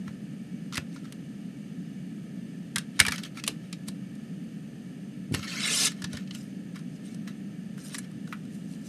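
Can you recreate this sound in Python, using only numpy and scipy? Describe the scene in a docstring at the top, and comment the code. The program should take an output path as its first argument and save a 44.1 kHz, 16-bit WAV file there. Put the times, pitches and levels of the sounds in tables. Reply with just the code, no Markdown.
"""Plastic clicks of a disc case close to the microphone: a hand lifts a disc off the hub, presses it back,
drags the case off a wooden table and turns it over away from the microphone. Clicks are decaying noise
bursts plus a ringing part; thumps excite low modes of the table top; the scrape and the scuffs of fingers
and case are coloured grains. Behind, in a small room, a fan hums low and hisses, both of filtered noise."""
import sys
import numpy as np
from scipy import signal
from scipy.fft import rfft, irfft, next_fast_len
from scipy.io import wavfile
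from scipy.ndimage import uniform_filter1d

SR = 44100
rng = np.random.default_rng(int(sys.argv[2]) if len(sys.argv) > 2 else 0)


def materialize(psi):
    """Save the field psi as 16-bit PCM at rate SR to the path in sys.argv[1].

    A 1-D psi becomes a single channel; in a 2-D psi each row is a channel.
    """
    bounded = np.clip(np.atleast_2d(psi).T, -1, 1)
    quanta = np.round(bounded * 32767).astype(np.int16)
    wavfile.write(sys.argv[1], SR, quanta)


N = 391608


def from_db(db):
    """Convert dB to gain."""
    return 10 ** (np.asarray(db) / 20)


def rms_one(x):
    """Scale to rms 1."""
    return x / np.sqrt(np.mean(x ** 2) + 1e-20)


def peak_one(x):
    """Scale to peak 1."""
    return x / (np.max(np.abs(x)) + 1e-20)


def band(x, low_hz, high_hz):
    """Butterworth band-pass."""
    sos = signal.butter(2, [low_hz, high_hz], "band", fs=SR, output="sos")
    return signal.sosfilt(sos, x + 1e-18)


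def low_pass(x, limit_hz):
    """Butterworth low-pass, 12 dB per octave."""
    return signal.sosfilt(signal.butter(2, limit_hz, fs=SR, output="sos"), x)


def decay(t, t60):
    """Exponential fade that loses 60 dB in t60 seconds."""
    return from_db(-60 * t / t60)


def coloured(x, spectrum, peaks=()):
    """Give a steady noise a spectrum, with optional resonance bumps; rms 1."""
    size = next_fast_len(N)
    hz = np.maximum(np.arange(size // 2 + 1) * SR / size, 1)
    points = np.array(spectrum)
    level_db = np.interp(np.log(hz), np.log(points[:, 0]), points[:, 1], left=-120, right=-120)
    gain = from_db(level_db)
    for centre_hz, width_hz, lift_db in peaks:
        gain = gain * from_db(lift_db / (1 + (2 * (hz - centre_hz) / width_hz) ** 2))
    return rms_one(irfft(rfft(x, size) * gain, size)[:N])


def ring(x, hz, t60):
    """Damped resonator: a unit click sets a sine of height 1 ringing."""
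    r = decay(1 / SR, t60)
    w = 2 * np.pi * hz / SR
    return signal.lfilter([0, np.sin(w)], [1, -2 * r * np.cos(w), r * r], x + 1e-18)


def drift(rate_hz):
    """Slow chance: noise at every 40th sample twice through a one-pole low-pass; rms 1."""
    r = np.exp(-2 * np.pi * rate_hz * 40 / SR)
    noise = rng.standard_normal(N // 40 + 2002)
    slow = signal.lfilter([1], [1, -2 * r, r * r], noise)[2000:]   # skip the filter's start
    return np.interp(np.arange(N) / 40, np.arange(len(slow)), rms_one(slow))


# hum of the fan: (frequency [Hz], relative level per Hz [dB])
FAN_HUM = [(24, -87), (40, -16), (64, -21), (101, -24.5), (126, -9.5), (167, -1), (193, 2.5), (237, -4.5),
           (298, -8), (331, -18.5), (695, -30.5), (1000, -43.5), (1300, -64), (2200, -120)]
# hiss of the fan: (frequency [Hz], relative level per Hz [dB])
FAN_HISS = [(530, -38), (900, -36), (1080, -15), (1280, -1), (1440, -9.5), (1730, 0), (2040, -6.5),
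            (2930, -4.5), (3840, -12.5), (4640, -11), (5560, -15.5), (6360, -15), (13200, -20.5)]
# resonances of the housing in the hiss: (frequency [Hz], width [Hz], lift [dB])
FAN_HOUSING = [(1360, 110, 0), (1778, 130, 4.5), (2276, 38, 9), (2870, 250, 3), (3570, 160, 2),
               (4575, 180, 3), (5100, 45, 8), (6220, 190, 10), (6890, 150, 7), (8480, 400, 8),
               (8730, 170, 1.5), (9230, 200, 8.5)]
HUM_DB, HISS_DB = -39, -59.5   # rms levels


def fan():
    """Fan behind the table: steady noise as a broad hum and a hiss coloured by the housing."""
    hum = coloured(rng.standard_normal(N), FAN_HUM)
    hiss = coloured(rng.standard_normal(N), FAN_HISS, FAN_HOUSING)
    return from_db(HUM_DB) * hum + from_db(HISS_DB) * hiss


def room(x, t60=0.14, level_db=-15.5):
    """The small room's short diffuse tail: dying noise, dulled, as its response."""
    t = np.arange(SR // 2) / SR
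    tail = rng.standard_normal(len(t)) * decay(t, t60) * (t > .004)   # starts after 4 ms
    tail = signal.lfilter([.5], [1, -.5], tail)
    tail = tail / np.sqrt(np.sum(tail ** 2))
    return from_db(level_db) * signal.fftconvolve(x, tail)[:N]


# modes of the table top: (frequency [Hz], relative level [dB], t60 [s])
TABLE_MODES = [(63, -27, 0.095), (98, 0, 0.14), (151, 14, 0.039), (270, 11, 0.036)]
# pushes on the table top: (time [s], boom peak level [dB], wooden knock peak level [dB],
# hardness of the contact as the boom's upper limit [Hz])
TABLE_THUMPS = [(0.08, -32, -51, 200), (0.779, -23, -34.5, 200), (2.766, -31, -42, 200),
                (3.004, -18.5, -27.5, 90), (3.078, -25, -32, 90), (3.478, -45, -34, 200),
                (3.881, -37, -44, 150), (5.312, -22, -50, 600), (5.32, -18, -53, 500),
                (5.34, -15.5, -29.5, 500), (5.391, -25, -56, 500), (6.038, -28, -47, 200),
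                (6.138, -26.5, -38.5, 120)]


def thumps(knock_t60=0.11):
    """Pushes ring the low modes of the table top, each with a short dull knock; softer contacts boom lower."""
    size = SR // 2
    click = signal.unit_impulse(size)
    modes = sum(from_db(db) * ring(click, hz, t60) for hz, db, t60 in TABLE_MODES)
    dying = decay(np.arange(size) / SR, knock_t60)
    out = np.zeros(N + size)
    noises = rng.standard_normal((len(TABLE_THUMPS), size))
    for (s, boom_db, knock_db, hard_hz), noise in zip(TABLE_THUMPS, noises):
        at = round(s * SR)
        boom = peak_one(low_pass(modes, hard_hz))
        knock = peak_one(band(noise * dying, 150, 570))
        out[at:at + size] += from_db(boom_db) * boom + from_db(knock_db) * knock
    return out[:N]


def grains(per_s, spread_db):
    """Dense slips at random times, of uneven size and random sign; rms 1."""
    sizes = from_db(spread_db * np.minimum(rng.exponential(1, N), 5))
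    sizes = sizes * rng.choice([-1, 1], N)
    return rms_one(sizes * (rng.random(N) < per_s / SR))


def in_time(rows):
    """Level and colour of one stroke as curves; silent outside its rows."""
    s, level_db, centre_hz = np.transpose(rows)
    t = np.arange(N) / SR
    gain = from_db(np.interp(t, s, level_db, left=-200, right=-200))
    return gain, np.interp(t, s, centre_hz)


# spectrum of sliding plastic: (frequency [Hz], relative level per Hz [dB])
SLIDE_SPECTRUM = [(240, -58), (400, -6), (572, 2), (867, -6.5), (1330, 1), (1990, -1), (2180, 1.5),
                  (2380, -3), (4010, -3.5), (8700, -3), (12800, -12), (14000, -57.5)]
# resonances of the case stirred by sliding: (frequency [Hz], width [Hz], lift [dB])
CASE_RESONANCES = [(1330, 41, 12), (1750, 103.3, 3), (2218, 88, 0.5), (2720, 100, 3.5), (3090, 150, 5),
                   (3985, 160, 6), (4420, 60, 3.5), (5070, 120, 3), (5700, 260, 4), (6600, 130, 2),
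                   (6750, 70, 2), (8860, 110, 9.5)]


def friction(strokes, per_s, spread_db, focus_db, patchy_db):
    """Stick-slip grains in the colour of the case, gathered round a moving centre; each quarter octave
    flickers as the contact changes."""
    slips = coloured(grains(per_s, spread_db), SLIDE_SPECTRUM, CASE_RESONANCES)
    gain, centre = np.zeros(N), np.full(N, 4000.)
    for rows in strokes:
        level, hz = in_time(rows)
        gain += level
        # a stroke louder than the sum of those before it sets the colour
        centre = np.where(2 * level > gain, hz, centre)
    gain = uniform_filter1d(gain, size=220)   # smooth starts and stops over 5 ms
    edges = 420 * 2 ** (np.arange(21) / 4)   # quarter octaves [Hz]
    out, power = 0, 0
    for low, high in zip(edges, edges[1:]):
        part = band(slips, low, high)
        octaves = np.log2(np.sqrt(low * high) / centre)
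        shape = from_db(-focus_db * np.minimum(octaves ** 2, 3.0))
        flicker = from_db(patchy_db * drift(35))
        out = out + shape * part * flicker
        power = power + shape ** 2 * np.mean(part ** 2)
    return gain * out / np.sqrt(power)   # a change of colour keeps the level


# scuffs of fingers and case, with the first jerks of the drag: (time of the peak [s], peak level [dB],
# centre of the colour [Hz], swell [s], fade [s])
SCUFFS = [(0.075, -49.5, 1890, 0.038, 0.082), (0.334, -55, 1810, .03, .02),
          (0.95, -49.5, 3740, 0.046, 0.078), (1.046, -48, 1880, .016, 0.058), (2.79, -42, 1720, .01, 0.046),
          (2.97, -47, 2700, 0.041, 0.12), (3.135, -28.5, 2200, 0.016, 0.042),
          (3.184, -29.5, 2460, 0.0061, 0.024), (3.26, -36.5, 2710, 0.058, 0.027),
          (3.393, -35, 2400, 0.049, 0.018), (3.5, -43, 3500, .02, 0.043), (3.66, -53.5, 2300, .1, 0.07),
          (3.882, -38, 6000, .015, .01), (4.2, -57, 2100, .08, .06), (5.352, -33, 2800, 0.03, 0.13),
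          (5.444, -33, 2500, 0.024, 0.022), (5.99, -49, 2200, 0.12, 0.19),
          (6.15, -38.5, 2600, 0.053, 0.095), (6.352, -40.5, 4340, 0.029, .04),
          (6.41, -48.5, 6350, .1, 0.11), (6.759, -41, 2390, 0.018, .05), (6.965, -53, 7000, 0.071, .02),
          (7.058, -47.5, 5000, .03, 0.05), (7.13, -50, 4500, 0.1, 0.056), (7.279, -39, 2030, 0.0088, 0.043),
          (7.789, -47, 6000, 0.023, .1), (7.85, -44, 10100, .05, 0.14), (7.919, -44.5, 3120, 0.074, 0.023),
          (7.953, -31.5, 4560, 0.031, .02), (7.991, -32.5, 7500, .015, 0.0089),
          (8.049, -47, 2400, 0.045, 0.014), (8.29, -52, 8000, 0.055, 0.069),
          (8.335, -51, 1300, 0.025, 0.074), (8.545, -50.5, 8500, 0.055, 0.097),
          (8.73, -50.5, 8000, 0.12, 0.11), (8.87, -45.5, 6500, 0.059, 0.055)]


def scuffs(depth_db=17.5):
    """Fingers and case scuff by friction: each stroke swells from depth_db under its peak and fades back."""
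    strokes = []
    for s, db, hz, swell, fade in SCUFFS:
        edge_db = db - depth_db
        strokes.append([(s - swell, edge_db, hz), (s, db, hz), (s + fade, edge_db, hz)])
    return friction(strokes, per_s=10000, spread_db=3.5, focus_db=3.0, patchy_db=1.83)


# the case dragged over the wood until it leaves the table: (time [s], level [dB], centre of the colour [Hz])
CASE_DRAG = [(5.455, -51, 2500), (5.48, -32, 2850), (5.6, -29, 2980), (5.66, -22, 3440), (5.7, -23, 3920),
             (5.72, -19.5, 4530), (5.76, -20, 5800), (5.875, -15.5, 4450), (5.89, -33.5, 3800),
             (5.95, -55, 2800)]


def drag():
    """The case scrapes over the wood: one stroke of friction that brightens, then darkens as it ends."""
    return friction([CASE_DRAG], per_s=16000, spread_db=3.0, focus_db=4.5, patchy_db=1.87)


# plastic contacts: (time [s], mid peak level about 1.5-5.3 kHz [dB], low peak level about 0.9-2.3 kHz [dB],
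# high peak level about 7.8-10.7 kHz [dB], pitch of the touched part [Hz], rattle t60 [s])
PLASTIC_CLICKS = [(0.0779, -42, -37.5, -57, 1380, 0.028), (0.724, -30, -37, -43, 1380, 0.034),
                  (0.7327, -31, -36, -42, 1400, 0.03), (0.743, -24, -39, -39, 1400, 0.03),
                  (0.754, -27, -32, -31, 2100, 0.058), (0.7698, -23, -42, -33, 2660, 0.03),
                  (0.7774, -20, -22, -28, 1810, 0.017), (0.9263, -44, -65, -62, 1880, 0.03),
                  (0.9594, -46, -43.5, -61, 1390, 0.057), (1.053, -46, -47.5, -59, 1620, 0.027),
                  (1.1226, -35.5, -42.5, -35.5, 1870, 0.025), (2.7586, -16, -28, -15.5, 2130, 0.021),
                  (2.763, -36, -26, -38, 1630, 0.051), (2.7817, -19.5, -31, -21.5, 1710, 0.028),
                  (2.9915, -14, -21, -22, 2170, 0.062), (2.9999, -1.5, -9, -6.5, 2220, 0.023),
                  (3.0107, -31, -17, -30, 2240, 0.018), (3.0327, -37, -43, -35, 2130, 0.03),
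                  (3.05, -28, -23.5, -31, 2360, 0.044), (3.0641, -16, -25, -22, 2270, 0.04),
                  (3.0821, -18.5, -20.5, -22, 1800, 0.033), (3.108, -34, -49, -35, 3770, 0.037),
                  (3.12, -19, -24, -27, 2220, 0.03), (3.138, -42, -34, -42, 2190, 0.02),
                  (3.1586, -31, -51, -32.5, 3060, 0.024), (3.1796, -27.5, -40, -42, 2050, 0.021),
                  (3.2337, -29.5, -52, -33.5, 3130, 0.035), (3.248, -36, -54, -48, 3120, 0.03),
                  (3.3717, -36, -36, -41, 2200, 0.025), (3.3972, -34, -49, -49, 2600, 0.025),
                  (3.4376, -24.5, -36, -31, 2540, 0.03), (3.4645, -34, -39, -32, 3100, 0.047),
                  (3.476, -15.5, -22, -16.5, 2930, 0.038), (3.7268, -30, -42, -35, 2420, 0.034),
                  (3.8831, -29.5, -34, -28.5, 4040, 0.037), (4.152, -48, -64, -48.5, 1830, 0.03),
                  (5.322, -45, -53, -41, 3060, 0.03), (5.334, -41, -43, -39, 4440, 0.03),
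                  (5.3392, -23.5, -45, -32, 3030, 0.04), (5.3458, -21.5, -25, -23, 1820, 0.017),
                  (5.3924, -32, -41, -44, 1360, 0.03), (5.428, -31.5, -44, -46, 2950, 0.035),
                  (5.4765, -34, -39, -51, 4120, 0.026), (5.6046, -21.5, -39, -42, 2480, 0.03),
                  (5.918, -35, -41.5, -40, 1840, 0.03), (6.0193, -31, -37, -37, 1820, 0.04),
                  (6.041, -24.5, -32.5, -32, 1820, 0.042), (6.13, -33.5, -36, -36, 3800, 0.055),
                  (6.1693, -31, -37.5, -38.5, 1830, 0.034), (6.2741, -43.5, -59, -58, 3000, 0.035),
                  (6.3081, -33, -42, -53, 2940, 0.03), (6.348, -32, -55, -32.5, 3140, 0.023),
                  (6.7576, -41, -45, -48, 1400, 0.03), (6.7898, -44, -51, -48, 1710, 0.036),
                  (7.1447, -42.5, -57, -43, 1380, 0.03), (7.2748, -34.5, -40.5, -60, 1920, 0.039),
                  (7.7777, -51, -46, -47, 1600, 0.038), (7.9436, -32, -33.5, -31, 2000, 0.048),
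                  (7.9823, -39, -39, -27.5, 1620, 0.035), (8.1135, -50, -51, -50, 1260, 0.03),
                  (8.2736, -43, -46.5, -54, 1510, 0.033), (8.325, -57, -30, -62, 1370, 0.047),
                  (8.451, -51, -57, -52, 1380, 0.03)]
BUILD_UP_S = 0.0015   # every contact
PART_LOW_DB, PART_MID_DB = 0.5, -7.5   # ring of the touched part re the low or mid level


def clicks(part_cycles=25, treble_t60=0.076, uneven_db=3.0):
    """Each contact is a dying rattle of micro-impacts, heard directly and through the part that was touched."""
    size = SR // 8
    t = np.arange(size) / SR
    out = np.zeros(N + size)
    treble_loss = decay(t, treble_t60)   # plastic loses its treble first
    draws = rng.standard_normal((len(PLASTIC_CLICKS), 2, size))
    uneven = from_db(uneven_db * draws[:, 1])
    bursts = draws[:, 0] * uneven * np.minimum(t / BUILD_UP_S, 1)
    for (s, mid_db, low_db, high_db, hz, t60), burst in zip(PLASTIC_CLICKS, bursts):
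        at = round(s * SR)
        burst = burst * decay(t, max(t60, .005))
        low = peak_one(band(band(burst, 883, 2290), 930, 6200))
        mid = peak_one(band(band(burst, 1310, 5300), 1540, 8100))
        high = peak_one(band(burst * treble_loss, 7800, 10660))
        crack = from_db(low_db) * low + from_db(mid_db) * mid + from_db(high_db) * high
        # the part rings down 60 dB in part_cycles periods
        part = peak_one(ring(np.diff(burst, prepend=0), hz, part_cycles / hz))
        part_db = low_db + PART_LOW_DB if hz < 2500 else mid_db + PART_MID_DB
        out[at:at + size] += crack + from_db(part_db) * part
    return out[:N]


def scene():
    """Hands and case near the microphone with the room's tail, thumps through the table, fan behind."""
    near = clicks() + drag() + scuffs()
    return (near + room(near) + thumps() + fan())[None]


def record(dry, bass_cut_hz=74, top_cut_hz=16000):
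    """A small microphone loses the deep bass; peaks clip; the top is cut."""
    thin = signal.sosfilt(signal.butter(4, bass_cut_hz, "high", fs=SR, output="sos"), dry)
    clipped = np.clip(thin, -1, 1)
    return signal.sosfilt(signal.cheby2(14, 90, top_cut_hz, fs=SR, output="sos"), clipped)


dry = scene()
out = record(dry)
materialize(out)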